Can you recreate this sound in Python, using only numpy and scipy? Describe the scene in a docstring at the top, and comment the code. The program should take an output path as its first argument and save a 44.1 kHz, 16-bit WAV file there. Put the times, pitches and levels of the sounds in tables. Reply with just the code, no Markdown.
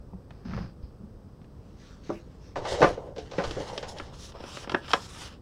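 """A card box with a plastic window: it drums and rasps when dragged, knocks when bumped; its window snaps.
Fingers slide over the card. Before that a chocolate is nudged over a table top and an empty tray put aside.
Contacts are clicks, noise flutter and damped modes; rubbing is random slips and noise under speed curves.
A short room tail follows, over low rumble, faint hiss and a faint steady whine."""
import sys
import numpy as np
from scipy import signal
from scipy.fft import rfft, irfft, next_fast_len
from scipy.io import wavfile
from scipy.ndimage import uniform_filter1d, map_coordinates

SR = 44100
rng = np.random.default_rng(int(sys.argv[2]) if len(sys.argv) > 2 else 0)


def waveform_to_disk(signal):
    """Save audio, clipped to [-1, 1], as 16-bit WAV at the path in sys.argv[1]."""
    frames = np.transpose(np.atleast_2d(signal))
    scaled = np.clip(frames, -1, 1) * 32767
    samples = np.round(scaled).astype(np.int16)
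    wavfile.write(sys.argv[1], SR, samples)


N = 238925  # samples


def amp(db):
    """Decibels to gain."""
    return 10 ** (np.asarray(db) / 20)


def unit(x):
    """Scale to rms 1."""
    return x / np.sqrt(np.mean(x ** 2) + 1e-20)


def burst(x):
    """Scale to the energy of ten milliseconds at rms 1."""
    return x / np.sqrt(np.sum(x ** 2) / (SR / 100) + 1e-20)


def along(points, hz):
    """Interpolate (Hz, value) points on a log frequency axis."""
    point_hz, values = np.transpose(points)
    return np.interp(np.log(hz + 1), np.log(point_hz), values)


def wobble(knots_per_s):
    """A smooth random curve through evenly spaced knots."""
    knots = rng.standard_normal(int(N * knots_per_s / SR) + 4)
    return map_coordinates(knots, [np.arange(N) * knots_per_s / SR])


def filtered(x, response):
    """x times a response of frequency."""
    size = next_fast_len(N + SR // 2)
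    hz = np.fft.rfftfreq(size, 1 / SR)
    return irfft(rfft(x, size) * response(hz), size)[:N]


def coloured(x, spectrum):
    """x shaped by a spectrum, at rms 1."""
    return unit(filtered(x, lambda hz: amp(along(spectrum, hz))))


def noise(spectrum):
    """Smooth noise with a spectrum, at rms 1."""
    return coloured(rng.standard_normal(N), spectrum)


def pulse(spectrum, size=2048):
    """The causal, minimum-phase pulse of a spectrum, by folding its cepstrum."""
    hz = np.fft.rfftfreq(size, 1 / SR)
    cepstrum = irfft(np.log(amp(along(spectrum, hz))))
    fold = 1 + np.sign(size // 2 - np.arange(size))
    fold[0] = 1
    return irfft(np.exp(rfft(cepstrum * fold)))


def add(track, start_s, sound):
    """Lay a sound into a track."""
    part = track[round(start_s * SR):][:len(sound)]
    part += sound[:len(part)]


def ring(modes, t, scatter_db=2, detune=0.0098):
    """Damped modes; the grip changes their strength and pitch at every contact."""
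    chance = rng.standard_normal((len(modes), 3))
    total = np.zeros(len(t))
    for (pitch_hz, level_db, t60_s), (z, flip, bend) in zip(modes, chance):
        decay = np.sign(flip) * amp(level_db + scatter_db * z - 60 * t / t60_s)
        total += decay * np.sin(2 * np.pi * pitch_hz * (1 + detune * bend) * t)
    return total * (1 - np.exp(-t / 0.0015))


def contacts(rows, colour, modes, flutter_t60_s, click_db, ring_db, low_hz=600, high_hz=2500):
    """Each contact is a click, a dense flutter of the thin wall and a few longer modes."""
    t = np.arange(SR // 3) / SR
    out, click = np.zeros(N), pulse(colour)
    low = signal.butter(3, low_hz, "low", fs=SR, output="sos")
    mid = signal.butter(3, [low_hz, high_hz], "band", fs=SR, output="sos")
    high = signal.butter(3, high_hz, "high", fs=SR, output="sos")
    swell = amp(-60 * t / flutter_t60_s) * (1 - np.exp(-t / 0.0006))
    for start_s, level_db, thud_db, crack_db in rows:
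        flutter = signal.fftconvolve(rng.standard_normal(len(t)) * swell, click)[:len(t)]
        sound = burst(flutter) + amp(ring_db) * burst(ring(modes, t))
        add(sound, 0, amp(click_db) * burst(click))
        # a heavy, soft contact favours the thud; a light, hard one the crack
        for band, tilt_db in ((low, thud_db), (mid, 0), (high, crack_db)):
            add(out, start_s, amp(level_db + tilt_db) * burst(signal.sosfilt(band, sound)))
    return out


def friction(spectrum, slips_per_s, spread_db, smooth_db):
    """Random tiny slips of uneven size, over a smooth rub, at rms 1."""
    sizes = amp(spread_db * np.minimum(rng.exponential(size=N), 3))
    signs = np.sign(rng.standard_normal(N))
    slips = (rng.random(N) < slips_per_s / SR) * sizes * signs
    rub = amp(smooth_db) * rng.standard_normal(N)
    return coloured(unit(slips) + rub, spectrum)


def flexing(x, depth_db):
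    """A bending sheet colours x with resonances that come and go."""
    z = signal.stft(x, nperseg=256)[2]
    field = rng.standard_normal(z.shape)
    field = uniform_filter1d(field, size=3, axis=0)  # over frequency
    field = uniform_filter1d(field, size=30, axis=1)  # over time
    gain = unit(amp(depth_db * unit(field)))
    return signal.istft(z * gain, nperseg=256)[1][:N]


def strokes(rows, stop_s, swell_db_per_s=0, law=lambda speed: [speed]):
    """A gain curve per dB column: speed rises, may hold, then falls; law turns it into loudness."""
    gains = np.zeros((len(rows[0]) - 3, N))
    for start_s, length_s, rise_s, *levels_db in rows:
        t = np.arange(round(length_s * SR)) / SR
        speed = np.clip(np.minimum(t / rise_s, (length_s - t) / stop_s), 0, 1)
        for gain, level_db, shape in zip(gains, levels_db, law(speed)):
            add(gain, start_s, amp(level_db + swell_db_per_s * t) * shape)
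    return gains


# Levels in all tables are relative, before the layer gains.
# box knocks: start_s, level_db, thud_db, crack_db
BOX_KNOCKS = [(2.558, -21.5, -4, -20), (2.652, -23, -6, -12.5), (2.806, -24.5, 13, -8),
              (2.818, -7.5, -3.5, -24.5), (2.827, -8, 0, -18), (2.842, -8.5, -0.5, -27),
              (2.855, -25, -4, -26), (2.902, -30.5, 7.5, -14), (2.975, -37, 11.5, -20),
              (3.071, -45.5, 14.5, -19), (3.163, -37, 8, -7), (3.182, -35.5, 11.5, -1),
              (3.314, -35, 1.5, -3.5), (3.335, -32, -2, -11), (3.383, -19.5, 6, -19.5),
              (3.386, -17, -2, -26), (3.439, -22, -6, -8.5), (3.566, -32.5, 12.5, -15), (3.602, -41, 18, 3),
              (3.725, -40.5, 11.5, -27), (3.828, -27, -2.5, -8)]
# box resonances: pitch_hz, level_db, t60_s
BOX_RESONANCES = [(157, -5.5, 0.053), (297, -9, 0.19), (423.7, -2.5, 0.11), (499.8, -1, 0.12),
                  (562, 2, 0.066), (702, -11.5, 0.29), (754, 0, 0.066), (883, -2, 0.067),
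                  (1035, -4.5, 0.12), (1187, -2, 0.05), (1493, -6.5, 0.12)]
# knock spectrum: freq_hz, level_db
BOX_SPECTRUM = [(50, -21.5), (110, -20.5), (180, -1.5), (260, -6), (520, 3), (1000, -7.5), (1600, -9),
                (2400, -15), (4000, -15.5), (5800, -19), (8000, -37), (14000, -60.5)]
# pulls on the box: start_s, length_s, rise_s, body_db, rasp_db, hiss_db
BOX_PULLS = [(2.552, 0.091, 0.032, -28, -41, -65), (2.61, 0.22, 0.13, -29.5, -34, -44.5),
             (2.77, 0.24, 0.036, -33, -45.5, -53), (2.963, 0.23, 0.03, -42, -66, -76),
             (3.146, 0.24, 0.045, -51, -57.5, -72.5), (3.3, 0.34, 0.17, -35.5, -43.5, -55.5),
             (3.555, 0.37, 0.051, -37, -49, -59.5), (3.86, 0.14, 0.035, -45.5, -50, -46.5),
             (3.938, 0.21, 0.029, -43.5, -53, -65)]
# hollow body, drag rasp and rub hiss spectra: freq_hz, level_db
HOLLOW_SPECTRUM = [(100, 4), (250, -14), (420, 6.5), (560, 5.5), (720, -4), (920, -2), (1300, -12),
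                   (2500, -55)]
DRAG_SPECTRUM = [(470, -29), (800, 5), (1230, -6.5), (1430, -4), (1810, -3), (1960, -2), (2460, -11),
                 (2910, -3), (3370, -6), (5940, -9.5), (9680, -27), (12000, -61), (15600, -81),
                 (22000, -120)]
HISS_SPECTRUM = [(2200, -49), (3200, 1.5), (6000, 1), (8000, -6), (10000, -9.5), (12000, -21), (15500, -25)]
# every pull or slide eases off as it goes, then slows to a stop
HAND_STOP_S, HAND_EASE_DB_PER_S = 0.12, -17.5


def box():
    """The hollow card box knocks, and drums and rasps as it is dragged."""
    law = lambda speed: [speed ** 0.97, speed ** 1.27, speed ** 2.85]  # faster is brighter
    body, rasp, hiss = strokes(BOX_PULLS, HAND_STOP_S, HAND_EASE_DB_PER_S, law)
    knocks = contacts(BOX_KNOCKS, BOX_SPECTRUM, BOX_RESONANCES, flutter_t60_s=0.15, click_db=-6.5, ring_db=1.5)
    hollow = friction(HOLLOW_SPECTRUM, slips_per_s=140, spread_db=-4, smooth_db=3)
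    drumming = body * flexing(hollow, depth_db=5)
    rasping = rasp * friction(DRAG_SPECTRUM, slips_per_s=400, spread_db=4, smooth_db=4)
    hissing = hiss * noise(HISS_SPECTRUM)
    catch = amp(0.88 * wobble(45))  # the card catches and lets go
    rubbing = catch * flexing(amp(2) * rasping + amp(3.5) * hissing, depth_db=1.8)
    return amp(-7.5) * knocks + amp(-1) * drumming + rubbing


# window snaps: start_s, level_db, thud_db, crack_db
WINDOW_SNAPS = [(3.51, -30.5, 4, 2), (3.778, -25, 0.5, 1.5), (3.985, -40, -7, 8), (3.999, -25, -4.5, -25),
                (4.321, -43, -8, -2), (4.369, -45, -2, -5), (4.404, -40.5, 11.5, -3),
                (4.439, -34.5, 7.5, -8), (4.571, -27, -3, -10), (4.644, -33.5, -15, -15),
                (4.674, -29.5, 1.5, -24), (4.696, -22, -12, -6.5), (4.719, -22, -2, -9),
                (4.741, -28, 10, -32), (4.746, -9.5, -5.5, -25.5), (4.881, -31.5, -12, -5),
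                (4.906, -26.5, -20, -4), (4.915, -28, -31, 2), (4.934, -6.5, -30, -7.5),
                (4.937, -10, -5, -31)]
# pane resonances: pitch_hz, level_db, t60_s
WINDOW_RESONANCES = [(342, -11, 0.18), (570.5, 1.5, 0.12), (863, -17, 0.15), (1010, 1, 0.069),
                     (1210, -3, 0.099), (1530, -17, 0.067), (1670, -4, 0.12), (1810, 7.5, 0.026),
                     (2190, -7, 0.045), (2860, -17.5, 0.02)]
# snap spectrum: freq_hz, level_db
WINDOW_SPECTRUM = [(70, -15), (250, 6.5), (550, 1.5), (1400, 2), (2100, -9), (3200, -1.5), (4200, -9.5),
                   (5400, -6.5), (6500, -23), (10000, -33.5), (15000, -63)]


def window():
    """The stiff plastic pane buckles with sharp snaps."""
    snaps = contacts(WINDOW_SNAPS, WINDOW_SPECTRUM, WINDOW_RESONANCES,
                     flutter_t60_s=0.026, click_db=-3.5, ring_db=-7.5)
    return amp(-11) * snaps


# finger slides: start_s, length_s, rise_s, body_db, rasp_db, hiss_db
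FINGER_SLIDES = [(4.048, 0.34, 0.18, -41.5, -53.5, -51.5), (4.339, 0.39, 0.165, -36, -46, -53),
                 (4.684, 0.22, 0.025, -52, -57, -66), (4.817, 0.58, 0.098, -48.5, -46.5, -51.5),
                 (5.144, 0.21, 0.045, -45, -52.5, -59.5)]
# skin rasp spectrum: freq_hz, level_db
FINGER_SPECTRUM = [(500, -9), (1200, 2), (1700, -3), (2200, -7.5), (2900, -1), (3500, -3), (4300, -10),
                   (5400, -3.5), (6300, -25), (7500, -21), (11000, -36)]
GLIDE_DB = -11.5  # skin judders when slow and glides at full speed


def fingers():
    """Dry skin swishes over the smooth card, which drums softly."""
    law = lambda speed: [speed ** 0.41 * amp(GLIDE_DB * speed), speed ** 0.68, speed ** 2.8]
    body, rasp, hiss = strokes(FINGER_SLIDES, HAND_STOP_S, HAND_EASE_DB_PER_S, law)
    drumming = body * friction(HOLLOW_SPECTRUM, slips_per_s=250, spread_db=8, smooth_db=1)
    rasping = rasp * friction(FINGER_SPECTRUM, slips_per_s=1500, spread_db=8, smooth_db=5)
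    hissing = hiss * noise(HISS_SPECTRUM)
    catch = amp(1.9 * wobble(50))  # the skin grips unevenly
    swish = amp(-3) * drumming + amp(0.5) * rasping + amp(4.5) * hissing
    return catch * flexing(swish, depth_db=1.9)


# chocolate rocking on the table: start_s, level_db
ROCKING_THUDS = [(0.133, -29), (0.454, -28.5), (0.525, -30), (0.542, -27), (0.598, -35.5), (0.997, -37),
                 (1.03, -35), (1.238, -42.5)]
# table top resonances: pitch_hz, level_db, t60_s
TABLE_RESONANCES = [(59, -8.5, 0.12), (133, -6, 0.074), (202, 0.5, 0.093), (396, -12, 0.043)]
# light ticks of the shell: start_s, level_db, thud_db, crack_db
SHELL_TICKS = [(0.133, -45, 13.5, -39), (0.307, -33, 0, -6), (0.512, -32, -11, -15),
               (0.535, -22.5, -8, -21), (0.576, -23.5, 2, -30), (1.416, -46, -14, -5),
               (1.444, -47.5, -8, -2)]
# nudges: start_s, length_s, rise_s, shudder_db, grit_db, squeak_db
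CHOCOLATE_NUDGES = [(0.3, 0.27, 0.022, -68, -67.5, -78.5), (0.445, 0.32, 0.0067, -40, -51, -66),
                    (0.815, 0.14, 0.022, -45, -67, -61.5)]
# tick, table shudder, grit and squeak spectra: freq_hz, level_db
TICK_SPECTRUM = [(100, -24), (500, 0.5), (1300, 12.5), (2400, -1), (3500, -7), (5500, -19), (7500, -26),
                 (15000, -63)]
SHUDDER_SPECTRUM = [(25, 3), (60, 10), (130, 8.5), (210, 14.5), (250, -16), (320, -12), (700, -73)]
GRIT_SPECTRUM = [(400, -2), (750, -4), (1150, -5), (1700, -6.5), (2100, -14), (2600, -13.5), (3200, -19),
                 (4200, -20), (5100, -19), (6200, -23.5), (7500, -42), (14000, -58)]
SQUEAK_SPECTRUM = [(3800, -10), (5100, 2.5), (5500, -9), (6600, -29)]
NUDGE_STOP_S, NUDGE_SWELL_DB_PER_S = 0.18, 45


def chocolate():
    """The shell rocks, ticks, scrapes and faintly squeaks; the table top booms under it."""
    t = np.arange(SR // 3) / SR
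    soft_onset = 1 - np.exp(-t / 0.012)
    thuds = np.zeros(N)
    for start_s, level_db in ROCKING_THUDS:
        boom = ring(TABLE_RESONANCES, t, detune=0.044) * soft_onset
        add(thuds, start_s, amp(level_db - 3.5) * burst(boom))
    law = lambda speed: [speed ** 1.68, speed ** 2.6, speed ** 1.8]  # grit needs more speed than shudder
    shudder, grit, squeak = strokes(CHOCOLATE_NUDGES, NUDGE_STOP_S, NUDGE_SWELL_DB_PER_S, law)
    shuddering = shudder * friction(SHUDDER_SPECTRUM, slips_per_s=220, spread_db=5.5, smooth_db=1)
    scraping = grit * friction(GRIT_SPECTRUM, slips_per_s=300, spread_db=3.5, smooth_db=-2)
    squeaking = squeak * noise(SQUEAK_SPECTRUM)
    ticks = contacts(SHELL_TICKS, TICK_SPECTRUM, TABLE_RESONANCES, flutter_t60_s=0.032, click_db=-2, ring_db=-17)
    return thuds + shuddering + amp(-0.5) * scraping + squeaking + amp(-16.5) * ticks


# tray landings: start_s, level_db, thud_db, crack_db
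TRAY_LANDINGS = [(2.094, -32, 13, -33), (2.102, -27, 4.5, -26.5)]
# tray resonances: pitch_hz, level_db, t60_s
TRAY_RESONANCES = [(203, -5.5, 0.17), (337, -3.5, 0.24), (412.7, -3.5, 0.11), (611.5, -11, 0.16),
                   (1193, -7, 0.064)]
# arm swings that brush the sleeves, tray skids: start_s, length_s, rise_s, level_db
ARM_SWINGS = [(1.4, 1.64, 0.37, -69.5), (1.77, 0.23, 0.05, -61.5), (2.03, 0.21, 0.019, -61),
              (2.4, 0.14, 0.11, -61)]
TRAY_SKIDS = [(2.09, 0.11, 0.065, -59.5)]
# landing, cloth and skid spectra: freq_hz, level_db
TRAY_SPECTRUM = [(80, -27), (190, 0.5), (420, -7.5), (800, -7), (1400, -13), (2200, -31), (6000, -20),
                 (14000, -66)]
CLOTH_SPECTRUM = [(530, -36), (900, -3), (1160, -0.5), (1710, 1.5), (1900, -1), (3910, -3), (4870, -1),
                  (5990, -3.5), (10500, -28), (14000, -37)]
SKID_SPECTRUM = [(1500, -24), (2300, 0), (2700, 1), (3600, -27)]
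SWING_STOP_S, SKID_STOP_S = 0.1, 0.016


def tray():
    """Sleeves brush as the light tray is swung aside, set down and let slide."""
    sleeve, = strokes(ARM_SWINGS, SWING_STOP_S)
    skid, = strokes(TRAY_SKIDS, SKID_STOP_S)
    landing = contacts(TRAY_LANDINGS, TRAY_SPECTRUM, TRAY_RESONANCES,
                       flutter_t60_s=0.14, click_db=-4.5, ring_db=4.5)
    cloth = friction(CLOTH_SPECTRUM, slips_per_s=2000, spread_db=-1, smooth_db=-6)
    brushing = sleeve * flexing(cloth, depth_db=3)
    return amp(-6) * landing + amp(-0.5) * brushing + skid * noise(SKID_SPECTRUM)


# soft pushes against the table: start_s, level_db
TABLE_PUSHES = [(0.0, -38), (0.831, -28.5), (4.021, -33.5), (4.229, -43)]
# slow table sway: pitch_hz, level_db, t60_s
SWAY_RESONANCES = [(48, -0.5, 0.18), (83.3, -6, 0.11)]


def table():
    """A soft push moves only the lowest modes of the table."""
    t = np.arange(SR // 3) / SR
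    sway = np.zeros(N)
    for start_s, level_db in TABLE_PUSHES:
        add(sway, start_s, amp(level_db) * ring(SWAY_RESONANCES, t, scatter_db=1))
    return sway


# room decay: freq_hz, t60_s
ROOM_DECAY = [(150, 0.31), (500, 0.22), (2500, 0.14), (9000, 0.1)]


def room(x):
    """A short tail of decaying noise; each frequency dies at its own speed."""
    hz, t, z = signal.stft(rng.standard_normal(SR // 2), SR, nperseg=256)
    decay = amp(-60 * t / along(ROOM_DECAY, hz)[:, None])
    tail = signal.istft(z * decay, SR, nperseg=256)[1]
    delayed = np.pad(x, (round(0.004 * SR), 0))
    return signal.fftconvolve(delayed, tail / np.linalg.norm(tail))[:N]


# background spectrum: freq_hz, level_db
FLOOR_SPECTRUM = [(12, -60), (20, -4.5), (55, 1), (130, -2), (385, -14.5), (495, -14), (654, -22.5),
                  (1210, -28), (2110, -42.5), (4360, -45), (5010, -40), (7410, -53.5), (8290, -49),
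                  (10400, -56), (15700, -55)]
FLOOR_DB, WHINE_DB, WHINE_HZ = -47.5, -87, 8000


def background():
    """Shaped noise gives room rumble and faint hiss; a sine gives a faint electronic whine."""
    whine = amp(WHINE_DB) * np.sin(2 * np.pi * WHINE_HZ * np.arange(N) / SR)
    return amp(FLOOR_DB) * noise(FLOOR_SPECTRUM) + whine


def scene():
    """All the handling, its room and the background."""
    near = box() + window() + fingers() + chocolate() + tray() + table()
    return (near + amp(-14) * room(near) + background())[None]


TOP_HZ = 15800


def record(dry):
    """A sharp band limit removes everything from TOP_HZ up."""
    return filtered(dry[0], lambda hz: hz < TOP_HZ)[None]


dry = scene()
out = record(dry)
waveform_to_disk(out)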